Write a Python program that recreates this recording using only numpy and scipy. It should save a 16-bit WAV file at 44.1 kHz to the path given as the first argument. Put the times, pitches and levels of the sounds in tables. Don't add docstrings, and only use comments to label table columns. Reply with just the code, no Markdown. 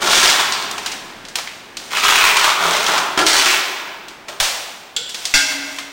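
import sys
import numpy as np
from scipy import signal
from scipy.fft import rfft, irfft, next_fast_len
from scipy.io import wavfile
from scipy.ndimage import map_coordinates

SR = 44100
rng = np.random.default_rng(int(sys.argv[2]) if len(sys.argv) > 2 else 0)


def output_pcm(signal):
    pcm = np.clip(np.atleast_2d(signal).T, -1, 1) * 32767
    wavfile.write(sys.argv[1], SR, np.round(pcm).astype(np.int16))


N = 261336


def amp(db):
    return 10 ** (np.asarray(db) / 20)


def unit(x):
    return x / np.sqrt(np.mean(x ** 2) + 1e-20)


def along(points, hz):
    freqs, values = np.transpose(points)
    return np.interp(np.log(hz + 1), np.log(freqs), values)


def coloured(x, gain_db):
    size = 2 * next_fast_len(len(x) // 2 + 4096)
    cepstrum = irfft(np.log(amp(gain_db(np.fft.rfftfreq(size, 1 / SR))) + 1e-6), size)
    cepstrum[1:size // 2] *= 2
    cepstrum[size // 2 + 1:] = 0
    return irfft(rfft(x, size) * np.exp(rfft(cepstrum)), size)[:len(x)]


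def shaped(x, eq):
    return unit(coloured(x, lambda hz: along(eq, hz)))


def wobble(rate):
    return map_coordinates(rng.standard_normal(int(N * rate / SR) + 4), [np.arange(N) * rate / SR])


def add(track, start, sound):
    part = track[max(round(start * SR), 0):][:len(sound)]
    part += sound[:len(part)]


def grains(per_s, spread_db):
    size = amp(spread_db * np.minimum(rng.exponential(size=N), 4))
    return unit((rng.random(N) < per_s / SR) * size * rng.standard_normal(N))


def stroke(start, length, attack_s, release_t60, sag_db_per_s=10):
    t = np.maximum(np.arange(N) / SR - start, 0)
    release_db = 60 * np.maximum(t - length, 0) / release_t60
    return np.minimum(t / attack_s, 1) * amp(-sag_db_per_s * t - release_db)


# frequency in Hz, t60 in seconds.
HALL_DECAY = [(100, 0.37), (400, 2.43), (1000, 1.8), (2500, 1.46), (5000, 1.12), (9000, 0.93),
              (16000, 1.34)]
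def hall_tail(early_share):
    hz, t, noise = signal.stft(rng.standard_normal(SR), SR, nperseg=256)
    energy = amp(-120 * t / along(HALL_DECAY, hz)[:, None]) + early_share * np.exp(-t / 0.022)
    tail = signal.istft(noise * np.sqrt(energy), SR, nperseg=256)[1][:SR]
    return tail / np.linalg.norm(tail)


def room(x, wet_db, pieces=24):
    out = x.copy()
    for start in np.arange(pieces) * (N // pieces):
        piece = x[start:start + N // pieces]
        if np.abs(piece).max() > 1e-4:
            add(out, start / SR, amp(wet_db) * signal.fftconvolve(piece, hall_tail(early_share=1.0)))
    return out


# time in seconds, level in dB.
AIR_FADER = [(0, -33.5), (1.8, -39.5), (4, -43), (5.9, -44.5)]
# frequency in Hz, relative level in dB.
AIR_EQ = [(18, -26), (30, -2), (59, -13.5), (228, -2), (288, -2.5), (374, -1.5), (511, -5.5), (953, -5.5),
          (1110, -7.5), (1690, -5.5), (15000, -34)]
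def room_tone():
    level_db = np.interp(np.arange(N) / SR, *np.transpose(AIR_FADER))
    return amp(level_db + wobble(3.86)) * shaped(rng.standard_normal(N), AIR_EQ)


# start in seconds, level in dB.
OVERLOADS = [(4.398, -23), (5.34, -21.5)]
# frequency in Hz, relative level in dB.
OVERLOAD_EQ = [(15, 7), (30, 1), (60, -12), (170, -14), (400, -38)]
def overload_thumps():
    track, t = np.zeros(N), np.arange(SR // 4) / SR
    envelope = amp(-60 * t / 0.19) * (1 - np.exp(-t / 0.0023))
    for start, db in OVERLOADS:
        add(track, start, amp(db) * shaped(rng.standard_normal(len(t)), OVERLOAD_EQ) * envelope)
    return track


# frequency in Hz, relative level in dB.
GRIT_EQ = [(60, -13), (200, -27), (500, -4), (700, 2.5), (1500, -0.5), (3300, 2), (6000, 0.5), (9000, -5.5),
           (16000, -15.5)]
def impact(centre_hz, tilt_db, t60, wet_db):
    def colour(hz):
        return along(GRIT_EQ, hz) - tilt_db * np.abs(np.log2((hz + 1) / centre_hz))

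    t = np.arange(SR) / SR
    envelope = amp(-60 * t / t60) * (1 - np.exp(-t / 0.00081))
    contact = envelope * rng.standard_normal(SR)
    build_up = np.sqrt(np.cumsum(envelope ** 2))
    echo = amp(wet_db) * build_up * hall_tail(early_share=5.6)
    mean_gain = np.sqrt(np.mean(amp(colour(np.fft.rfftfreq(2048, 1 / SR))) ** 2))
    return coloured(contact + echo, colour) / mean_gain


# start in seconds, length in seconds, relative level in dB.
MIX_SLIDES = [(.55, 0.086, -26), (0.802, 0.14, -27.5), (1.767, 0.24, -29.5), (5.158, 0.19, -25),
              (5.465, .06, -18.5), (5.63, 0.17, -28.5)]
def sliding():
    flow = sum(amp(db) * stroke(start, length, attack_s=0.027, release_t60=0.18)
               for start, length, db in MIX_SLIDES)
    return flow * amp(-7.5) * shaped(grains(per_s=2700, spread_db=1.5), GRIT_EQ)


# start in seconds, level in dB, tone centre in Hz, roll-off in dB per octave.
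STONE_HITS = [(0.07, -12, 4930, 12), (.298, -6, 4500, 3.5), (.711, -15, 7110, 1.5), (1.251, -24, 3900, 9),
              (1.355, -6.5, 3980, 1), (1.473, -17, 2130, 11), (1.769, -15, 4100, 5), (1.961, -8, 2650, 32),
              (2.041, -8, 2650, 15), (2.367, -4, 1300, 2.5), (2.443, -6, 1400, 1), (2.5, -6.5, 3300, 13),
              (2.864, -6.5, 3000, 4.5), (4.083, -23, 4580, 3), (5.253, -7.5, 5700, 5.5)]
def stones():
    track = np.zeros(N)
    for start, db, centre_hz, tilt_db in STONE_HITS:
        add(track, start, amp(db) * impact(centre_hz, tilt_db, t60=0.032, wet_db=-0.5))
    return track


# start in seconds, level in dB, tone centre in Hz.
CRUNCH_HITS = [(.779, -16.5, 1300), (.86, -12.5, 2730), (0.916, -19, 4470), (1.284, -27.5, 5140),
               (1.385, -16.5, 1300), (2.265, -13, 1420), (2.731, -13, 3000), (2.978, -8.5, 1180),
               (3.264, -5, 4480), (4.283, -22, 2470), (5.092, -21, 6500), (5.144, -17, 4500),
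               (5.785, -18, 1940)]
def crunches():
    track = np.zeros(N)
    for start, db, centre_hz in CRUNCH_HITS:
        add(track, start, amp(db) * impact(centre_hz, tilt_db=3.5, t60=0.057, wet_db=1.0))
    return track


def slap(start=4.4):
    track = np.zeros(N)
    load = impact(centre_hz=3530, tilt_db=1.0, t60=0.11, wet_db=-0.6)
    spatter = impact(centre_hz=2620, tilt_db=0.5, t60=0.78, wet_db=0.4)
    add(track, start, amp(-7) * load)
    add(track, start + 0.025, amp(-16) * spatter)
    return track


def struck(hits, modes, ring_db, blur, crack_db, **crack_tone):
    cracks, rings, t = np.zeros(N), np.zeros(N), np.arange(SR) / SR
    hz, mode_db, t60 = np.transpose(modes)[:, :, None]
    attack = 1 - np.exp(-t / 0.00023)
    for start, db in hits:
        drift = blur * np.sqrt(hz / SR) * np.cumsum(rng.standard_normal((len(hz), SR)), axis=1)
        phase = 2 * np.pi * (hz * t + rng.random(hz.shape)) + drift
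        partials = amp(mode_db - 60 * t / t60) * np.sin(phase)
        add(rings, start, amp(db + ring_db) * partials.sum(axis=0) * attack)
        add(cracks, start, amp(db + crack_db) * impact(**crack_tone, wet_db=2.5))
    return cracks + room(rings, wet_db=-1.0)


# start in seconds, relative level in dB.
SCOOP_HITS = [(.522, -15), (.624, -24)]
# pitch in Hz, relative level in dB, t60 in seconds.
SCOOP_MODES = [(2850, -1, .31), (3616, 2, 0.46), (4700, 3, 0.22), (5780, -15.5, .4), (6961, -15, .4),
               (8160, -5, 0.29), (9800, -11, .27)]
def scoop_pings():
    return struck(SCOOP_HITS, SCOOP_MODES, ring_db=-13, blur=0.071,
                  crack_db=14.5, centre_hz=4200, tilt_db=10.5, t60=0.011)


# start in seconds, relative level in dB.
TROWEL_HITS = [(4.964, -15.5)]
# pitch in Hz, relative level in dB, t60 in seconds.
TROWEL_MODES = [(505, -24.5, 0.74), (1480, -23.5, 0.36), (2880, -11, .1), (3020, -5, 0.12),
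                (3400, -25, 0.069), (3420, 3, 0.08), (3900, -4, .07), (3650, -13, 0.058),
                (4600, -19, 0.073), (7300, 0.5, 0.046)]
def trowel_clink():
    return struck(TROWEL_HITS, TROWEL_MODES, ring_db=1.5, blur=0.59,
                  crack_db=6.5, centre_hz=4300, tilt_db=13, t60=0.017)


# start in seconds, relative level in dB.
HOPPER_HITS = [(5.339, -8.5)]
# pitch in Hz, relative level in dB, t60 in seconds.
HOPPER_MODES = [(280.8, -13.5, 1.3), (622, -23.5, 1.75), (850, -15, 0.59), (1435, 3, 0.095),
                (1543, -3.5, 0.18), (1585, -6, 0.58), (1760, -11.5, 0.44), (1980, -1.5, 0.13),
                (2096, 7, 0.08), (2180, -4, 0.45), (2670, 6.5, 0.13), (2840, -17, 0.22), (3380, -2.5, 0.31),
                (4160, -11, 0.98), (4530, -17, 0.44), (4650, -4, 0.48), (4980, -10, 0.76), (5590, -6, 0.53),
                (5660, -12, 0.45), (5700, -6, 0.56), (6000, -6, .3), (7040, 1, 0.12)]
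def hopper_knock():
    return struck(HOPPER_HITS, HOPPER_MODES, ring_db=-6.0, blur=0.16,
                  crack_db=-3.0, centre_hz=5200, tilt_db=4.5, t60=0.49)


# start in seconds, relative level in dB.
TRAY_HITS = [(3.175, -8.5), (3.189, -6.5), (3.213, -12)]
# pitch in Hz, relative level in dB, t60 in seconds.
TRAY_MODES = [(178, -11, 0.14), (305.5, -3.5, 0.3), (360.3, -3, 0.35), (398.3, 1.5, 0.17), (647, 4, 0.041),
              (763, 3, 0.054), (1026, -5, 0.23), (1290, -18, .12), (1363, 1, 0.69), (1690, 0, 0.3),
              (1870, -13, 0.11), (3200, 4, .07)]
def tray_clunks():
    return struck(TRAY_HITS, TRAY_MODES, ring_db=-13.0, blur=0.32,
                  crack_db=-1, centre_hz=700, tilt_db=3.0, t60=0.062)


# frequency in Hz, relative level in dB.
GRAVEL_EQ = [(100, -30), (500, -13), (650, -6.5), (1000, -8), (1700, 0), (2500, -1), (3500, 2),
             (6000, -1.5), (9000, -9), (16000, -23.5)]
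RASP_EQ = [(200, -38), (500, -20.5), (650, -12), (850, 1.5), (1120, 4), (1400, 4), (1900, -9),
           (2450, -11.5), (3500, -7.5), (9000, -61)]
SCREECH_EQ = [(900, -36), (1700, -7), (2150, -2), (2480, -0.5), (2900, -5), (3300, -6), (5000, -23.5)]
BOOM_EQ = [(40, -20), (120, -29.5), (180, -5), (225, -12), (300, -7), (375, 0), (430, 0.5), (500, -11),
           (620, 3), (760, -1.5), (1200, -25)]
# start in seconds, length in seconds, then relative levels
# in dB of crunch, rasp, screech and boom.
SCOOP_PUSHES = [(0.0, 0.079, -22, -19.5, -23, -21.5), (0.089, 0.21, -15, -21, -14.5, -24.5),
                (0.332, 0.073, -28.5, -18.5, -20, -28.5), (1.901, .05, -29.5, -23.5, -20, -31.5),
                (1.947, 0.06, -25.5, -26.5, -21, -36), (2.024, 0.26, -19.5, -16.5, -10, -24.5),
                (2.352, 0.12, -20, -14, -19.5, -24.5), (2.586, .12, -24, -16, -19.5, -18.5),
                (2.721, 0.11, -25, -25, -18.5, -25), (2.854, 0.11, -27.5, -16.5, -22, -23.5),
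                (3.253, 0.16, -14.5, -21.5, -21, -30.5), (3.437, 0.11, -25.5, -25, -14.5, -29),
                (4.269, 0.036, -41.5, -32.5, -57, -30.5)]
def scooping():
    crunch, rasp, screech, boom = sum(
        amp(levels_db)[:, None] * stroke(start, length, attack_s=0.026, release_t60=0.38)
        for start, length, *levels_db in SCOOP_PUSHES)
    stick_slip = unit(amp(1.54 * wobble(50) + 2.0 * wobble(220)))
    gravel = amp(2.5) * crunch * shaped(grains(per_s=4000, spread_db=3.0), GRAVEL_EQ)
    blade = amp(-1.5) * rasp * shaped(grains(per_s=1500, spread_db=2.5), RASP_EQ)
    edge = amp(-5) * screech * shaped(grains(per_s=1000, spread_db=4), SCREECH_EQ)
    tray = amp(-5.5) * boom * shaped(grains(per_s=1500, spread_db=2.5), BOOM_EQ)
    stone_snaps = amp(-12.5) * crunch * shaped(grains(per_s=45, spread_db=-2.0), GRIT_EQ)
    return stick_slip * (gravel + blade + edge + tray) + stone_snaps


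def scene():
    steel = tray_clunks() + trowel_clink() + hopper_knock() + scoop_pings()
    scrapes = room(scooping() + sliding(), wet_db=0.1)
    impacts = stones() + crunches() + slap()
    return np.tile(steel + scrapes + impacts + overload_thumps() + room_tone(), (2, 1))


# frequency in Hz, gain in dB.
MIC_EQ = [(30, -1.5), (5000, -1.5), (9900, -1), (10150, -7.5), (12500, -5.5), (15500, 2.5)]
THUMP_EQ = [(4, -23), (20, -20.5), (70, -20), (400, -32)]
def record(dry):
    ceiling, high_cut_hz = 0.97, 15900
    clean = coloured(dry[0], lambda hz: along(MIC_EQ, hz))
    thump = coloured(dry[0] ** 2, lambda hz: along(THUMP_EQ, hz))
    lopsided = clean - thump
    rounded = lopsided / (1 + np.abs(lopsided / ceiling) ** 8) ** (1 / 8)
    size = next_fast_len(N + SR // 4)
    passband = np.fft.rfftfreq(size, 1 / SR) < high_cut_hz
    mono = irfft(rfft(rounded, size) * passband, size)[:N]
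    return np.tile(mono, (2, 1))


dry = scene()
out = record(dry)
output_pcm(out)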